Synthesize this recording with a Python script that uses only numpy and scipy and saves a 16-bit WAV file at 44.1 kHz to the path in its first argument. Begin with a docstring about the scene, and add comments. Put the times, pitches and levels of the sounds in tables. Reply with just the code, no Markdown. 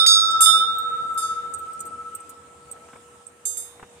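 """Outdoors, over distant street rumble, a machine's drone and hiss, a small brass bell swings on a wall.
Its clapper hits the rim several times in the first half second, then twice more gently. Two close tones
ring on and throb as the swing sweeps the sound past two microphones. While they fade, the pull chain
clinks. Near the end the handle knocks softly, the clapper taps twice, and the handle knocks again."""
import sys
import numpy as np
from scipy import signal
from scipy.fft import rfft, irfft, next_fast_len
from scipy.io import wavfile
from scipy.ndimage import uniform_filter1d, minimum_filter1d, map_coordinates

SR = 44100
rng = np.random.default_rng(int(sys.argv[2]) if len(sys.argv) > 2 else 0)


def unload_wav(signal):
    """Save mono or channel-first audio to the path in sys.argv[1] as 16-bit WAV at rate SR, clipped to [-1, 1]."""
    wavfile.write(
        sys.argv[1],
        SR,
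        np.round(np.clip(np.atleast_2d(signal).T, -1, 1) * 32767).astype(np.int16),
    )


N = 176400

# The street noise's tone. Each row: frequency in Hz, relative level in dB.
STREET_TONE = [(40, -35), (75, 5), (120, -1.5), (250, -0.5), (800, -1.5), (1500, -7), (3000, -11.5),
               (4500, -19), (6000, -17), (8500, -7), (10500, -20.5), (15800, -37.5)]
# The street's loudness. Each row: time in seconds, level in dB.
STREET_LEVEL = [(0, -47), (1, -48), (2, -50), (2.5, -52.5), (2.95, -50.5), (3.3, -54), (4, -52)]
# How alike the street is on both sides. Each row: frequency in Hz, likeness from 0 to 1.
LIKENESS = [(300, .93), (700, 0.29), (3000, 0.05)]
# Where street and chain sit. Each row: frequency in Hz, lean to the left in dB.
PAN = [(100, -1), (1000, 1), (8500, -4), (13000, 7.5)]
# The machine. Each row: pitch in Hz, level in dB against the street noise.
DRONE = [(479.5, -1.5)]
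# Handle knocks. Each row: start in seconds, level in dB.
KNOCKS = [(2.76, -43), (2.886, -44.5), (2.931, -39.5), (2.956, -39.5), (3.795, -42), (3.827, -34)]
# A knock's tone. Each row: frequency in Hz, relative level in dB.
KNOCK_TONE = [(70, 0), (400, 2), (1300, 6), (2800, -9), (6500, -37.5)]
# Chain clinks. Each row: start in seconds, relative level in dB, brightness in dB per octave.
CLINKS = [(0.3088, -27.5, -1.5), (0.785, -31, 7), (1.142, -43, 2.5), (1.5388, -24, -3), (1.588, -39.5, 23),
          (1.732, -39.5, 7), (1.7934, -35.5, -8), (1.8048, -26.5, -7), (1.854, -37.5, -0.5),
          (1.8658, -37, -3), (2.15, -26.5, 7), (2.2022, -37, -1), (2.2937, -35.5, 1), (2.714, -30, 2),
          (3.268, -30, -4)]
# A link's tones before sharpening. Each row: pitch in Hz, level in dB, ring time in seconds.
LINK_TONES = [(6950, -7, 0.029), (8240, 5, 0.04), (10270, -14, 0.087), (12200, -20, 0.034),
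              (13270, -11, 0.03), (15400, -31, .035)]
# Clapper blows. Each row: start in seconds, then low-tone level, high-tone level and sideways lean in dB.
BLOWS = [(-0.05, -9, -14.5, 7.5), (0.0633, -6.5, -12, -11), (0.4065, -28, -5.5, 7), (0.419, -21, -20.5, 12),
         (0.459, -16, -46.5, 29), (1.1757, -37.5, -24, 7), (1.225, -52, -47, -16),
         (3.4531, -45.5, -19.05, -1), (3.5698, -49, -23.5, 4)]
# A blow's crack and the bell's faint tones. Each row: frequency in Hz, relative level in dB.
CRACK_TONE = [(500, -20.0), (2600, -2.5), (16000, -37.5)]
FAINT_TONES = [(7000, -22.5), (14500, -33)]
# The bell's upper pitches in Hz.
CLANG_HZ = [3596.5, 3699, 4641, 4676, 5110.6, 5176, 6515, 6606, 7512, 7551, 7976, 8860, 9132, 9705, 9828,
            10660, 11330]
# Those tones. Each row: level in dB, ring time in seconds, side of the rim, left gain in dB,
# angle of the left lobe in radians. 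A lobe is a direction in which a tone is loud.
CLANG_TONES = [(-0.5, 0.92, 0.27, -12, -0.29), (-0.5, 1.06, 0.12, -7.5, -1.06),
               (-1, 0.46, -0.71, -12, 0.01), (-18, 0.46, -1.33, -13, -1.1), (-2, 0.61, -0.18, -11, 1.3),
               (-12, 0.74, -0.31, 1, 0.0012), (-9, 0.49, -1.185, -6.5, -1.37),
               (-19.5, 0.39, 0.27, -7.5, -1.1), (-4, 0.36, -0.86, -8, 1.9), (-12, 0.21, 0.64, -11.5, 0.56),
               (-14.5, 0.4, -0.72, -6.5, -0.065), (-15, 0.34, 1.45, -3, -0.16),
               (-7.5, 0.45, -0.63, -7.03, 0.037), (-20, 0.51, 0.55, 0.9, -3),
               (-16, 0.48, -0.17, 0.5, -0.44), (-24, 0.33, 0.73, 12.5, 0.39), (-34, 0.28, 0.75, 16, 0.79)]
# How much the swing moves the right level: one share for each of six low tones, then one for the rest.
RIGHT_SWING = [0.45, -0.39, 0.53, 0.28, 0.87, -0.16, 0.59]
# The bell's two lowest pitches in Hz: its hum.
HUM_HZ = 1307.5, 1322.0
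# Those tones. Each row: level in dB, steady and swinging shares on the left, the same on the right,
# right delay in radians.
HUM_TONES = [(6.5, 0.29, 0.31, 0.022, 0.55, 0.39), (6, 0.49, 0.05, 0.41, 0.033, 0.99)]
# The hum's loudness. Each row: time in seconds, relative level in dB.
HUM_LEVEL = [(0, -19), (.15, -23.5), (.38, -16.5), (.5, -18), (.85, -24.5), (1.2, -25), (1.6, -32.5),
             (2.1, -37.5), (2.45, -49.5), (2.9, -52.5), (3.2, -54.5), (4, -73.5)]

SWING_S, SWING_PEAK_S, SWAY_M = .755, .525, .015
KNOCK_RING_S, CRACK_RING_S, FAINT_RING_S = .06, .022, .27  # a ring time is the time to fade by 60 dB
RISE_S, LEFT_DELAY_S, LOW_BELOW_HZ = .0012, .000136, 5800
TIME = np.arange(N) / SR


def amp(db):
    """Turn decibels into a gain."""
    return 10 ** (np.asarray(db) / 20)


def unit(x):
    """Scale to an average power of 1."""
    return x / np.sqrt(np.mean(x ** 2) + 1e-20)


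def along(points, hz):
    """Read between (Hz, value) rows on a pitch scale."""
    f, v = np.transpose(points)
    return np.interp(np.log(hz + 1), np.log(f + 1), v)


def curve(rows):
    """Join (seconds, value) rows, one value per sample."""
    return np.interp(TIME, *np.transpose(rows))


def wobble(rate):
    """A smooth curve through rate random points a second."""
    return map_coordinates(rng.standard_normal(int(N * rate / SR) + 4), [np.arange(N) * rate / SR])


def filtered(x, response):
    """Scale each frequency in x by response(Hz)."""
    m = next_fast_len(x.shape[-1] + 8192)
    return irfft(rfft(x, m) * response(np.fft.rfftfreq(m, 1 / SR)), m)[..., :x.shape[-1]]


def add(out, start, sound):
    """Mix a sound in at start seconds; skip it if that is before zero."""
    i = round(start * SR)
    if i >= 0:
        out[..., i:i + sound.shape[-1]] += sound[..., :N - i]


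def street():
    """Patchy distant rumble and hiss, with a machine's slightly unsteady drone."""
    spectrum = signal.stft(rng.standard_normal((2, N)), nperseg=512)[2]
    patches = uniform_filter1d(rng.standard_normal(spectrum.shape[1:]), 6, 0)
    patches = uniform_filter1d(patches, 14, 1)
    patchy = signal.istft(spectrum * amp(2.1 * unit(patches)), nperseg=512)[1][:, :N]
    width = lambda f: np.arccos(along(LIKENESS, f)) / 2
    mid, side = filtered(patchy, lambda f: amp(along(STREET_TONE, f))
                         * [np.cos(width(f)), np.sin(width(f))])
    noise = filtered(np.array([mid + side, mid - side]), lambda f: amp(along(PAN, f) * [[.5], [-.5]]))
    drone = sum(amp(db + 2 * wobble(5.5)) * np.sin(2 * np.pi * hz * TIME + .21 * wobble(32))
                for hz, db in DRONE)
    return amp(curve(STREET_LEVEL)) * (unit(noise) + drone)


def handle():
    """The pull handle knocks: short, dull bursts of noise."""
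    out, t = np.zeros((2, N)), np.arange(5000) / SR
    for start, db in KNOCKS:
        mid, side = filtered(rng.standard_normal((2, len(t))), lambda f: amp(along(KNOCK_TONE, f)))
        envelope = amp(db - 60 * t / KNOCK_RING_S) * (1 - np.exp(-t / .0012))
        add(out, start, envelope * unit(mid + side * [[.4], [-.4]]))
    return out


def chain():
    """Links tap each other, and the brief chatter makes them ring."""
    out, t = np.zeros((2, N)), np.arange(5000) / SR
    for start, db, bright_db in CLINKS:
        chatter = amp(-60 * t / .055) * (1 - np.exp(-t / .0005)) * rng.standard_normal((2, len(t)))
        scatter_db = rng.normal(0, 3.5, len(LINK_TONES))

        def resonance(f):
            total = 0
            for (hz, level, ring_s), extra_db in zip(LINK_TONES, scatter_db):
                level += extra_db + bright_db * np.log2(hz / 8200)
                pan_db = along(PAN, hz) * np.array([[1], [-1]])
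                total += amp(level + pan_db) * 1j * f / (hz * hz - f * f + 5j * f / ring_s)
            return total * abs(total) ** .38  # sharpen the peaks

        ring = filtered(chatter, resonance)
        add(out, start - .001, amp(db + 5.5) * ring / abs(ring).max())
    return out


def clapper():
    """A blow makes a sharp crack and wakes 50 faint, short tones in the bell."""
    out, t = np.zeros((2, N)), np.arange(12000) / SR
    hz, life = rng.uniform(7000, 14500, (50, 1)), rng.lognormal(0, .3, (50, 1))
    rings = amp(along(FAINT_TONES, hz) - 60 * t / (FAINT_RING_S * life)) * np.exp(2j * np.pi * hz * t)
    for start, low_db, high_db, _ in BLOWS:
        shimmer = (rng.standard_normal((2, 50)) + 1j * rng.standard_normal((2, 50))) @ rings
        burst = amp(max(low_db, high_db - 9) - 60 * t / CRACK_RING_S) * rng.standard_normal((2, len(t)))
        crack = filtered(burst, lambda f: amp(along(CRACK_TONE, f)))
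        add(out, start, amp(high_db) * (1 - np.exp(-t / RISE_S)) * shimmer.real + crack)
    return out


def swing():
    """The swinging bell's tilt, from -1 to 1."""
    return np.cos(2 * np.pi * (TIME - SWING_PEAK_S) / SWING_S)


def bell_clang():
    """Each blow feeds the upper tones by where and how hard it lands; the swing turns their lobes."""
    tilt, out = swing(), np.zeros((2, N))
    coarse_time = TIME[::16]
    for k, (hz, (db, ring_s, side, left_db, angle)) in enumerate(zip(CLANG_HZ, CLANG_TONES)):
        energy = 0
        for start, low_db, high_db, lean_db in BLOWS:
            age = np.maximum(coarse_time - start, 0)
            level = db + (low_db if hz < LOW_BELOW_HZ else high_db) + side * lean_db
            energy += (amp(level - 60 * age / ring_s) * (1 - np.exp(-age / RISE_S))) ** 2
        envelope = np.interp(TIME, coarse_time, np.sqrt(energy))
        phase = 2 * np.pi * (hz * TIME + rng.random())
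        left = amp(left_db) * (np.cos(angle) + np.sin(angle) * tilt)
        right = 1 + RIGHT_SWING[min(k, len(RIGHT_SWING) - 1)] * tilt
        out[0] += left * envelope * np.sin(phase - 2 * np.pi * hz * LEFT_DELAY_S)
        out[1] += right * envelope * np.sin(phase)
    return out


def bell_hum():
    """Two close tones throb as they drift in and out of step; the swing sweeps their lobes around."""
    t, tilt, out = TIME - .002, swing(), np.zeros((2, N))
    for k, (db, left, left_swing, right, right_swing, delay) in enumerate(HUM_TONES):
        sway_s = k * SWAY_M * tilt / 343  # swaying nearer and farther bends the higher tone
        phase = 2 * np.pi * HUM_HZ[k] * (t + sway_s)
        out[0] += amp(db) * (left + left_swing * tilt) * np.cos(phase)
        out[1] += amp(db) * (right + right_swing * tilt) * np.cos(phase - delay)
        if k == 0:  # the lower tone bounces off the wall, a quarter cycle ahead
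            out -= .31 * np.sin(phase)
    return out * amp(curve(HUM_LEVEL))


def scene():
    """Mix the bell, its pull and the street in stereo."""
    return bell_hum() + bell_clang() + clapper() + chain() + handle() + street()


def record(dry):
    """Turn loud peaks down for a moment, then cut the highest treble."""
    ceiling, hold_samples, top_hz = .95, 441, 16480
    needed_gain = ceiling / np.maximum(abs(dry).max(axis=0), ceiling)
    gain = uniform_filter1d(minimum_filter1d(needed_gain, hold_samples), hold_samples)
    return filtered(dry * gain, lambda hz: hz < top_hz)


dry = scene()
out = record(dry)
unload_wav(out)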